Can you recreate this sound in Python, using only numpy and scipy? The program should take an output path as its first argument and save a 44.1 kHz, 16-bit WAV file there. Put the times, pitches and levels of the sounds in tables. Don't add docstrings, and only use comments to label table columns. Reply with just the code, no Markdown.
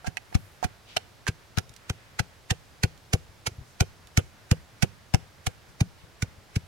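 import sys
import numpy as np
from scipy import signal
from scipy.fft import rfft, irfft
from scipy.io import wavfile

SR = 44100
rng = np.random.default_rng(int(sys.argv[2]) if len(sys.argv) > 2 else 0)


def generate_wav(signal):
    frames = np.transpose(np.atleast_2d(signal))
    scaled = np.clip(frames, -1, 1) * 32767
    pcm = np.round(scaled).astype(np.int16)
    wavfile.write(sys.argv[1], SR, pcm)


N = 294147
SPAN, LEAD = 16384, 2048
T = (np.arange(SPAN) - LEAD) / SR

# f/Hz, relative level/dB
HUSH_SPECTRUM = [(25, -12.5), (60, -3.5), (100, -0.5), (160, -8), (260, -13.5), (600, -13), (1200, -17),
                 (2500, -21), (5000, -23), (8000, -29.5), (12000, -33), (16000, -37.5)]
# t/s, half length/s, f/Hz, level/dB
SLEEVE_SWISHES = [(0.44, 0.17, 9950, -64), (0.915, 0.043, 2800, -50.5), (2.025, 0.12, 1880, -62),
                  (2.72, 0.088, 7000, -71), (3.704, 0.063, 5800, -63), (5.7, 0.024, 5100, -63.5),
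                  (6.01, 0.034, 2430, -61)]
# t/s, crack level/dB, f/Hz, t60/s, bowl air level/dB, left minus right/dB
CLOVE_POPS = [ (0.0448, -39, 1470, 0.12, -34.5, -19), (.1700, -26, 2270, 0.022, -37.5, -11),
              (.3262, -48, 1900, 0.029, -39.5, -7), (.6280, -30.5, 900, 0.041, -22, -22),
              (.9690, -24, 3170, 0.015, -30, -6), (1.2673, -28.5, 1690, .014, -41, -5),
              (1.577, -37, 1570, .03, -33, -4)]
# t/s, crush level/dB, crush spread/s, bowl air level/dB, thud level/dB,
# thud left minus right/dB, left delay/s
PESTLE_BLOWS = [ (0.0746, -30, 0.0041, -35.5, -24, -4.5, -0.0043),
                (.3529, -28, 0.0022, -41, -14.5, 8, -0.004), (.6466, -26, 0.003, -33, -21, -1, -.0044),
                (.9703, -21.5, 0.0014, -23, -41.5, 14, -.003),
                (1.283, -23, 0.0041, -43, -21, 2.5, 0.000025),
                (1.5862, -23.5, 0.0017, -33, -22.5, 15, -0.011),
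                (1.9002, -26.5, 0.0018, -40, -23.5, 3.5, 0.00014),
                (2.1974, -21, 0.0029, -32, -25.5, 16.5, -0.0015),
                (2.51, -20, 0.003, -32, -18.5, 0, -0.0011),
                (2.837, -19.5, 0.0023, -30, -15.5, 4.5, 0.00041),
                (3.1363, -19.5, 0.0024, -31, -15.5, 6, 0.00018),
                (3.4717, -21.5, 0.0036, -39, -29, -1, -0.00032),
                (3.8088, -19, 0.0023, -28, -13.5, 2.5, -0.0013), (4.1765, -18, 0.0024, -26, -12, 2, -.0006),
                (4.5154, -22, 0.0017, -27, -11, 1, -.0007), (4.8277, -19.5, .0024, -24.5, -17, -12, 0.0047),
                (5.1468, -21.5, .0015, -25, -16, 15, -0.0063), (5.4692, -23, 0.002, -34, -22, 2.5, .0024),
                (5.8103, -26.5, 0.0027, -35, -13, 1.5, -.0002),
                (6.2257, -26, 0.002, -43, -20, -1.5, 0.00051),
                (6.5621, -28, 0.0026, -49, -17.4, 1.5, 0.00048)]
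# f/Hz, gain/dB
FIBRE_SPECTRUM = [(150, -11), (300, -15.5), (430, 4), (570, -6), (800, -3), (1080, -4.5), (1500, 1),
                  (2500, 1), (3600, -5), (6200, -3), (8000, -8.5), (10500, -12), (13000, -20),
                  (16000, -23.5)]
# multiple of the gap pitch, width/Hz, gain/dB
GAP_MODES = [(0.998, 197, 2), (1.629, 233, -3), (4, 497, -12)]
# t/s, treble gain/dB
WETNESS_TREBLE = [(0, -0.5), (2.4, -1.5), (4.2, 3.5), (6.6, 2)]
# f/Hz, gain/dB
LEFT_LOSS = [(300, -3), (800, -3.5), (2000, -5.5), (4000, -2), (7500, -9.5), (12000, -7.5)]
# f/Hz, width/Hz, gain/dB
MAT_MODES = [(61.3, 39, -11.5), (103.7, 113.4, 10.5), (160.9, 21, -6), (243, 75, -6.5)]
# f/Hz, width/Hz, gain/dB
FOOT_MODES = [(392, 126, -1.5), (469, 113, -2.5), (694, 150, -8.5)]
# t/s, level/dB, left minus right/dB
CRUMB_FALLS = [(1.6936, -55.5, -13), (1.7385, -60, -15), (1.7637, -51.5, -10), (2.9765, -62.5, -14),
               (4.0716, -56, -10)]
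# t/s, level/dB, left minus right/dB
HAND_NUDGES = [(1.701, -47, 10), (3.291, -47, 5), (3.516, -40.5, 3), (3.584, -34, 1), (3.612, -42.5, 10),
               (5.690, -50, 13), (6.036, -48.5, 16), (6.281, -49, 14), (6.38, -46.5, 9), (6.636, -44, 6)]


def undb(db):
    return 10 ** (np.asarray(db) / 20)


def at_level(x, db):
    return x * undb(db) / np.sqrt(np.sum(x ** 2) / (SR / 100) + 1e-18)


def colour(x, points):
    n = x.shape[-1]
    hz, db = np.transpose(points)
    f = np.maximum(np.fft.rfftfreq(n, 1 / SR), 1)
    gain = undb(np.interp(np.log(f), np.log(hz), db))
    cepstrum = irfft(np.log(gain), n)
    cepstrum[1:n // 2] *= 2
    cepstrum[n // 2 + 1:] = 0
    return irfft(rfft(x) * np.exp(rfft(cepstrum)), n)


def resonate(x, hz, width_hz):
    b, a = signal.iirpeak(hz, hz / width_hz, fs=SR)
    return signal.lfilter(b, a, signal.lfilter(b, a, x))


def ring(x, modes):
    return sum(undb(db) * resonate(x, hz, width) for hz, width, db in modes)


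def fade(t60):
    return (T >= 0) * np.exp(-np.log(1000) * np.abs(T) / t60)


def grains(spread_db):
    return rng.standard_normal(SPAN) * undb(spread_db * np.minimum(rng.exponential(size=SPAN), 5))


def sides(pan_db):
    return undb(np.array([[pan_db], [-pan_db]]) / 2)


def add(out, t, pair, left_delay_s=0):
    for channel, onset in enumerate((t + left_delay_s, t)):
        start = int(round(onset * SR)) - LEAD
        a, b = max(start, 0), min(start + SPAN, N)
        out[channel, a:b] += pair[channel, a - start:b - start]


def hush(db=-54.5):
    noise = colour(rng.standard_normal(N) + rng.standard_normal((2, N)), HUSH_SPECTRUM)
    return noise / noise.std() * undb(db) * sides(pan_db=-1)


def cloth(brush_db=-66, wander_db=6.8):
    t = np.arange(N) / SR
    drift_db = np.interp(np.arange(N), np.linspace(0, N, 90), rng.uniform(-wander_db, wander_db, 90))
    noise = rng.standard_normal((2, N))
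    brush = resonate(noise, hz=1580, width_hz=1330)
    out = brush / brush.std() * undb(brush_db + drift_db)
    for peak_s, half_s, hz, db in SLEEVE_SWISHES:
        swish = resonate(noise, hz, width_hz=hz)
        swell = np.exp(-((t - peak_s) / half_s) ** 2)
        out += swish / swish.std() * undb(db) * swell
    return out


def pops(air_hz=735, upper_hz=860, upper_db=-5, splinter_db=-9, linger_s=0.039):
    out = np.zeros((2, N))
    note = np.sin(2 * np.pi * air_hz * T) + undb(upper_db) * np.sin(2 * np.pi * upper_hz * T)
    for t, db, hz, t60, air_db, pan_db in CLOVE_POPS:
        crack = resonate(fade(t60) * grains(spread_db=3), hz, width_hz=0.45 * hz)
        splinters = colour(fade(t60) * grains(spread_db=0.5), FIBRE_SPECTRUM)
        air = fade(t60 + linger_s) * note
        pop = at_level(crack, db) + at_level(splinters, db + splinter_db) + at_level(air, air_db)
        add(out, t, pop * undb([[pan_db], [0]]), left_delay_s=0.0007)
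    return out


def reflections(x, scatter_db=-26, t60=0.43, echo_s=0.0082, echo_db=-16):
    scatter = fade(t60) * rng.standard_normal((2, SPAN))
    responses = [side[LEAD:] / np.linalg.norm(side) for side in scatter]
    tail = np.array([signal.fftconvolve(side, response)[:N] for side, response in zip(x, responses)])
    thinned = colour(x, [(200, -15), (900, -2), (2000, 0.5)])
    echo = np.roll(thinned, int(echo_s * SR), axis=1)
    return undb(scatter_db) * tail + undb(echo_db) * echo


def crush(db, spread_s, treble_db, air_db, gap_hz, rustle_db=-43, rustle_s=0.012):
    progress = T / spread_s + 0.5
    force = np.exp(-np.logaddexp(-progress / 0.75, progress))
    rustle = at_level(np.exp(-np.abs(T) / rustle_s), rustle_db - db)
    envelope = at_level(force, 0) + rustle
    shared, left, right = (envelope * grains(spread_db=3.5) for _ in range(3))
    fibres = colour(shared + 0.5 * np.array([left, right]), FIBRE_SPECTRUM)
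    fibres += ring(fibres, [(ratio * gap_hz, width, gain_db) for ratio, width, gain_db in GAP_MODES])
    fibres = colour(fibres, [(2500, 0.0059), (6000, treble_db)])
    bowl_air = resonate(force * rng.standard_normal(SPAN), hz=738, width_hz=175)
    left, right = (at_level(side, db) + at_level(bowl_air, air_db) for side in fibres)
    return np.array([colour(left, LEFT_LOSS), right])


def thud(push_s=0.001, tremble_db=-26):
    detune = np.exp(0.06 * rng.standard_normal())
    push = np.exp(-(T / push_s) ** 2)
    bounce = ring(push, [(hz * detune, width, db) for hz, width, db in MAT_MODES])
    tremble = resonate(fade(t60=0.21) * rng.standard_normal(SPAN), hz=96.5, width_hz=97)
    return at_level(bounce, 0) + at_level(tremble, tremble_db)


def rock(db):
    chatter = fade(t60=0.03) * grains(spread_db=12.5)
    return at_level(ring(chatter, FOOT_MODES), db)


def squelch(db):
    ooze = fade(t60=0.042) * grains(spread_db=4.5)
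    return at_level(ring(ooze, [(1410, 540, 11), (2720, 1100, 11), (6260, 7300, -5)]), db)


def pounding(first_gap_hz=1593, gap_fall_hz_per_s=24.6, rebound_s=0.0074):
    firm_crush_db, firm_thud_db, firm_rock_db = -20.5, -16, -34
    out = np.zeros((2, N))
    for t, crush_db, spread_s, air_db, thud_db, pan_db, left_delay_s in PESTLE_BLOWS:
        treble_db = np.interp(t, *np.transpose(WETNESS_TREBLE))
        gap_hz = first_gap_hz - gap_fall_hz_per_s * t
        gap_hz *= np.exp(0.071 * rng.standard_normal())
        thud_t = t + 1.35 * spread_s
        rock_db = firm_rock_db + 1.45 * (crush_db - firm_crush_db) + 0.91 * (thud_db - firm_thud_db)
        rebound = np.array([rock(rock_db), rock(rock_db)]) + squelch(rock_db - 8)
        add(out, t, crush(crush_db, spread_s, treble_db, air_db, gap_hz), left_delay_s)
        add(out, thud_t, thud() * undb(thud_db) * sides(pan_db), left_delay_s)
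        add(out, thud_t + rebound_s, rebound * sides(pan_db=-3), left_delay_s)
    return out


def crumbs():
    out = np.zeros((2, N))
    for t, db, pan_db in CRUMB_FALLS:
        tick = resonate(fade(t60=0.018) * grains(spread_db=4), hz=4300, width_hz=7000)
        add(out, t, at_level(tick, db) * sides(pan_db))
    return out


def nudges():
    out = np.zeros((2, N))
    for t, db, pan_db in HAND_NUDGES:
        bump = thud(push_s=0.0025, tremble_db=-7)
        add(out, t, at_level(bump, db) * sides(pan_db))
    return out


def scene():
    mortar = pounding() + pops() + crumbs() + nudges()
    return mortar + reflections(mortar) + cloth() + hush()


def record(dry, top_hz=16000):
    return signal.sosfilt(signal.ellip(8, 0.2, 70, top_hz, fs=SR, output="sos"), dry)


dry = scene()
out = record(dry)
generate_wav(out)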